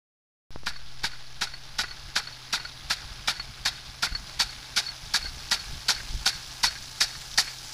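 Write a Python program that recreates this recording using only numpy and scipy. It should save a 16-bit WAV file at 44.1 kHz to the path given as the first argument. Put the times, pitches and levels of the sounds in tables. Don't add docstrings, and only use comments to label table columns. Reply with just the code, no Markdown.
import sys
import numpy as np
from scipy import signal
from scipy.io import wavfile
from scipy.ndimage import uniform_filter1d

SR = 44100
rng = np.random.default_rng(int(sys.argv[2]) if len(sys.argv) > 2 else 0)


def how_loud(loudness_db):
    steps = np.asarray(loudness_db, float) / 20
    return 10 ** steps


def master(y):
    cut = np.clip(np.atleast_2d(y).T, -1, 1)
    pcm = np.round(cut * 32767)
    wavfile.write(sys.argv[1], SR, pcm.astype(np.int16))


N = 340893
TIME = np.arange(N) / SR
RING_HZ = 4394

# (frequency [Hz], level per Hz [dB])
SPRAY = [(240, -64), (400, 0.5), (496, -10), (814, -1.5), (1110, -16), (1350, -3), (2120, -10), (2360, -4),
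         (3020, -21), (4380, 9), (5270, 2), (8900, -16), (10500, -14.5), (14600, -33.5), (16000, -15)]
# (time [s], treble gain [dB])
TURN = [(.5, -7), (3.0, -6), (5.5, -1), (7.73, 4)]


def evened(x):
    return x / np.sqrt(np.mean(x ** 2) + 1e-20)


def add(mix, s, sound):
    part = mix[round(s * SR):][:len(sound)]
    part += sound[:len(part)]


def curve(table, s):
    return np.interp(s, *np.transpose(table))


def colour(x, points):
    f, db = np.transpose(points)
    hz = np.minimum(abs(np.fft.fftfreq(2 ** 13, 1 / SR)), 14800)
    wanted_db = np.interp(np.log(hz + 1), np.log(f), db)
    log_gain = np.log(how_loud(np.maximum(wanted_db, -100)))
    phase = -signal.hilbert(log_gain).imag
    taps = np.fft.ifft(np.exp(log_gain + 1j * phase)).real[:2 ** 12]
    return signal.oaconvolve(x, taps / np.linalg.norm(taps))[:len(x)]


def split(x, hz):
    low = signal.sosfiltfilt(signal.butter(2, hz, fs=SR, output="sos"), x)
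    return low, x - low


def turned(x, bright_db, hz):
    low, high = split(x, hz)
    return low * how_loud(-0.3 * bright_db) + high * how_loud(bright_db)


def drift(count, seconds):
    width = max(round(seconds * SR), 1)
    once = uniform_filter1d(rng.standard_normal(count), width)
    return evened(uniform_filter1d(once, width))


def drops(count, per_s, spread_db):
    hit = rng.random(count) < per_s / SR
    sign = np.sign(rng.standard_normal(count))
    size = np.minimum(rng.exponential(1, count), 4)
    return evened(hit * sign * how_loud(spread_db * size))


def grains(count, per_s, low_hz, high_hz, cycles, spread_db):
    clicks, pick = drops(count, per_s, spread_db), rng.integers(0, 8, count)
    out = np.zeros(count)
    for k, hz in enumerate(np.geomspace(low_hz, high_hz, 8)):
        turns = np.arange(2 ** 9) * hz / SR
        burst = np.sin(2 * np.pi * turns) * turns * np.exp(-3 * turns / cycles) / cycles
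        out += signal.oaconvolve(clicks * (pick == k), burst)[:count]
    return evened(out)


def ring(force, hz, t60):
    r, w = np.exp(-np.log(1000) / (t60 * SR)), 2 * np.pi * hz / SR
    return signal.lfilter([0, np.sin(w)], [1, -2 * r * np.cos(w), r * r], force)


def hum():
    wander_hz, wander_db = 0.9 * drift(N, 0.15), 0.8 * drift(N, 0.08)
    turns = np.cumsum(127.5 + wander_hz) / SR
    return np.sqrt(2) * how_loud(-55.5 + wander_db) * np.sin(2 * np.pi * turns)


def wind():
    # (frequency [Hz], level per Hz [dB])
    rumble = [(8, -6), (20, 6.5), (40, 6.5), (80, -3), (160, -8), (300, -23), (600, -48)]
    # (time [s], level [dB])
    gusts = [(0.7, -54.5), (1.01, -53), (1.04, -41.5), (1.13, -53.5), (1.4, -50.5), (2.32, -51.5),
             (3.75, -47.5), (4.01, -54.5), (4.13, -45), (5.04, -51), (5.25, -44), (5.64, -48.5),
             (5.72, -43.5), (5.85, -50.5), (6.14, -42.5), (6.42, -48.5), (7.43, -51), (7.73, -54)]
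    # (time [s], peak pressure [full scale], width [ms])
    puffs = [(0.5603, 0.096, 0.17), (0.6346, 0.032, 0.14), (1.04, 0.041, 0.3), (4.1242, -0.056, 2.2),
             (4.298, -0.01, 0.25), (5.249, 0.036, 0.17), (5.373, 0.018, 0.66), (5.719, -0.03, 4),
             (6.107, -0.044, 4.5), (6.15, 0.11, 4.4), (6.216, -0.029, 3.3)]
    lumps_db = 3 * drift(N, 0.051) + 1.7 * drift(N, 0.0098)
    out = colour(rng.standard_normal(N), rumble) * how_loud(curve(gusts, TIME) + 1.5 + lumps_db)
    t = np.arange(-400, 2000) / SR
    after = np.maximum(t, 0)
    for s, peak, ms in puffs:
        push = 1 / (1 + (t / (ms / 1000)) ** 2)
        swing = 0.5 * np.sqrt(ms) * np.sin(2 * np.pi * 24 * after) * np.exp(-after / 0.013)
        add(out, s + t[0], peak * (push - swing))
    return out


def jet():
    # (frequency [Hz], level per Hz [dB])
    hiss_colour = [(150, -48), (250, -5), (319, -7.5), (519, -12), (586, -8), (860, -4.5), (955, -5),
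                   (1670, -3.5), (1980, -4.5), (3650, -4.5), (4990, 0.5), (8400, -15), (10200, -19.5),
                   (14900, -24.5), (16000, -1)]
    # (frequency [Hz], level [dB], time to fall 60 dB [s])
    pipe = [(890, -41, 0.14), (1714, -38, 0.045), (2310, -52.5, 0.15)]
    # (time [s], hiss level [dB])
    nearness = [(.55, -56), (.9, -52.5), (2.0, -49.5), (3.14, -47.5), (3.7, -49), (4.3, -47.5), (5.75, -45),
                (6.5, -45.5), (7.6, -45.5)]
    # (frequency [Hz], level per Hz [dB])
    mist_colour = [(6000, -18), (8700, -17), (9700, -3.5), (10500, -1.5), (11600, -16), (13500, -11.5),
                   (16000, -17)]
    flutter_db = 2.45 * drift(N, 0.00094) + 0.57 * drift(N, 0.043)
    flow = rng.standard_normal(N) * how_loud(flutter_db)
    water = colour(flow, hiss_colour)
    for hz, db, t60 in pipe:
        water += how_loud(db) * ring(flow, hz, t60)
    water += grains(N, 1300, 3500, 6000, 4.5, 3.8) * how_loud(-5 + 2.5 * drift(N, 0.012))
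    water += grains(N, 220, 3000, 8000, 1.6, 3.2) * how_loud(-13 + 3 * drift(N, 0.05))
    near_db = curve(nearness, TIME)
    near = turned(water, curve(TURN, TIME), 5550) * how_loud(near_db + 1.0)
    mist = colour(rng.standard_normal(N), mist_colour)
    return near + how_loud(-67.5 + 1.13 * (near_db + 53.5)) * mist


def rattle(s, ring_db, knock_db):
    # (frequency [Hz], level [dB], time to fall 60 dB [s])
    knock = [(1430, -17, 0.055), (1800, 1.5, 0.02), (2030, -3.5, 0.01), (2405, -1.5, 0.016),
             (3230, -4, 0.008)]
    t = np.arange(5000) / SR
    turn_db = curve(TURN, s)
    twin = np.sin(2 * np.pi * ((RING_HZ - 35) * t + rng.random()))
    pair = np.sin(2 * np.pi * RING_HZ * t) + 0.1 * twin
    ring_s = 0.064 * (1 + 0.035 * turn_db)
    bright = pair * how_loud(-60 * (t / ring_s) ** 1.17) * (1 - np.exp(-t / 0.0013))

    touch = np.exp(-t / 0.0062) * rng.standard_normal((len(knock) + 1, len(t)))
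    pitch = 0.89 + 0.012 * turn_db
    dull = sum(how_loud(db) * ring(force, hz * pitch, t60) for force, (hz, db, t60) in zip(touch, knock))
    dull = dull / abs(dull).max() + 0.16 * colour(touch[-1], SPRAY)
    return s - 0.001, how_loud(ring_db + 5.5) * bright + how_loud(knock_db + 0.5) * dull


def chatter(s, spray_db):
    # (time after the stroke [s], ring against the spray [dB], dull knock against the spray [dB])
    bounces = [
        (.043, -35, -22.5),
        (.07, -36, -28.5),
        (.097, -36.5, -29.5),
        (.122, -49, -26.5),
        (.146, -46, -34),
    ]
    chance = rng.standard_normal((len(bounces), 3)) * [0.0043, 3.5, 3.5]
    return np.array(bounces) + chance + [s, spray_db, spray_db]


def torn_spray(t, turn_db):
    # (frequency [Hz], level [dB], time to fall 60 dB [s])
    spoon = [(3380, -4, 0.02), (3680, 5, 0.021), (3896, 14, 0.014), (4221, -28, 0.01), (5240, -17, .02),
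             (5500, -6, 0.06)]
    stay_s = 0.038
    rise = np.clip((t - 0.004) / 0.0081, 0, 1) ** 0.66
    leaving = 1 + np.exp(np.minimum((t - 0.008 - stay_s) / 0.004, 50))
    crossing = how_loud(-220 * t) / leaving
    fallout = how_loud(-20.5 - 76.0 * t)
    raw = 0.39 * rng.standard_normal(len(t)) + 0.14 * drops(len(t), 3000, 6.0)
    flutter_db = 2.2 * drift(len(t), 0.00029) + 1.16 * drift(len(t), 0.0021)
    force = raw * rise * (crossing + fallout) * how_loud(flutter_db)
    splash = colour(force, SPRAY)
    for hz, db, t60 in spoon:
        splash += how_loud(db - 33 - 0.24 * turn_db) * ring(force, hz * rng.normal(1, 0.016), t60)
    low, high = split(splash, 1800)
    low *= np.clip((t - 0.006) / 0.0036, 0, 1)
    spray = how_loud(-1.5) * turned(low + high, 0.61 * turn_db, 3900)
    slap = how_loud(-9) * np.diff(rng.standard_normal(len(t) + 1)) * (t > 0.0075) * np.exp(-t / 0.0028)
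    mist = how_loud(-11.5) * split(colour(raw, SPRAY), 8700)[1] * rise / leaving
    return spray + slap + mist


def body_knock(u, far_db):
    # (frequency [Hz], level [dB], time to fall 60 dB [s], share of the turn [dB per dB])
    body_notes = [(853, -13, 0.031, -0.11), (940, -6.5, 0.023, -0.016), (1422, -0.5, 0.042, -0.69),
                  (1600, -6, 0.038, -1.4), (1812, 0, 0.012, 0.98), (2264, -8.5, 0.025, 0.05),
                  (2550, -15, 0.014, 1)]
    blow = (1 - np.exp(-u / 0.00051)) * np.exp(-u / 0.0064)
    body = np.zeros(len(u))
    for hz, db, t60, share in body_notes:
        force = blow * drops(len(u), 6000, 3.1)
        body += how_loud(db + share * far_db) * ring(force, hz * rng.normal(1, 0.018), t60)
    return body / np.sqrt(np.max(uniform_filter1d(body ** 2, size=300)))


def stroke(s, spray_db, knock_db, far_db):
    t = np.arange(8000) / SR
    u = np.maximum(t - 0.012, 0)
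    spray = how_loud(spray_db) * torn_spray(t, curve(TURN, s))
    body = body_knock(u, far_db)
    tail = (1 - np.exp(-u / 0.0076)) * np.exp(-u / 0.071) * signal.windows.tukey(len(t), 0.3)
    dribble = how_loud(-19) * tail * grains(len(t), 1200, 1424, 2790, 9.8, 2.3)
    wet = split(spray + how_loud(knock_db - 5.5) * (body + dribble), 516)[1]
    jingle = how_loud(spray_db - 37) * evened(ring(drops(len(t), 400, 3.0), RING_HZ, 0.04)) * tail
    thud = how_loud(-35.5) * np.sin(2 * np.pi * 210 * u) * np.exp(-u / 0.0077)
    return s - 0.008, wet + jingle + thud


def scene():
    # (time [s], spray [dB], body knock [dB], turn of the body's far side [dB])
    strokes = [(0.6638, -18, -22, -0.5), (1.037, -14.5, -20.5, 1.5), (1.4133, -13.5, -21, -4),
               (1.7868, -12, -20, 0.5), (2.1582, -12, -19.5, -2), (2.5284, -12, -22, -2),
               (2.9009, -11, -18, -3), (3.2775, -10, -17, -2), (3.654, -10.5, -18.5, 4),
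               (4.026, -11, -18, -6), (4.3962, -9.5, -23.5, -2.5), (4.7649, -8.5, -24.5, -8),
               (5.1393, -9.5, -18.5, -2), (5.5134, -10, -19, 2.5), (5.8861, -7.5, -17.5, 1.5),
               (6.2595, -9, -19, -4), (6.6342, -8.5, -15, 4.5), (7.0073, -9, -16.5, 19),
               (7.379, -7.5, -14, 9)]
    # (time [s], ring [dB], dull knock [dB])
    rattles = [(0.761, -42, -37), (1.1332, -44, -36), (1.4724, -40, -31.5), (1.538, -34, -34.5),
               (1.836, -46, -27), (1.8822, -39, -36), (1.9103, -35, -35.5), (2.272, -34.5, -34),
               (2.3255, -39.5, -58), (2.5771, -49, -30), (2.599, -39, -33), (2.6514, -32.5, -31.5),
               (3.367, -36.5, -45), (3.3978, -28, -29.5), (4.0677, -50, -30), (4.125, -36, -34.5),
               (4.151, -25, -28), (4.4927, -37, -37), (4.8653, -30.5, -40), (4.889, -29.5, -35),
               (5.2266, -32.5, -44), (5.257, -31, -31), (5.595, -35.5, -45), (5.949, -33.5, -41),
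               (6.328, -38, -32.5), (6.6736, -24.5, -44), (6.7537, -44, -32), (7.043, -33, -38),
               (7.1532, -44, -32.5), (7.4782, -38.5, -30)]
    arm = np.zeros(N)
    for s, spray_db, knock_db, far_db in strokes:
        add(arm, *stroke(s, spray_db, knock_db, far_db))
        for tap in chatter(s, spray_db):
            add(arm, *rattle(*tap))
    for tap in rattles:
        add(arm, *rattle(*tap))
    return (arm + jet() + wind() + hum())[None]


def band_limit(x):
    return signal.sosfilt(signal.butter(12, 16480, fs=SR, output="sos"), x)


def record(dry):
    t = TIME - 22336 / SR
    offset = -0.045 * np.exp(-t / 0.62) + 0.028 * np.exp(-t / 0.22)
    opened = (0.7 * np.tanh(dry / 0.7) + offset) * (t >= 0)
    low_pass = signal.firwin(511, 15500, fs=SR)
    return band_limit(signal.oaconvolve(opened, low_pass[None], "same"))


dry = scene()
out = record(dry)
master(out)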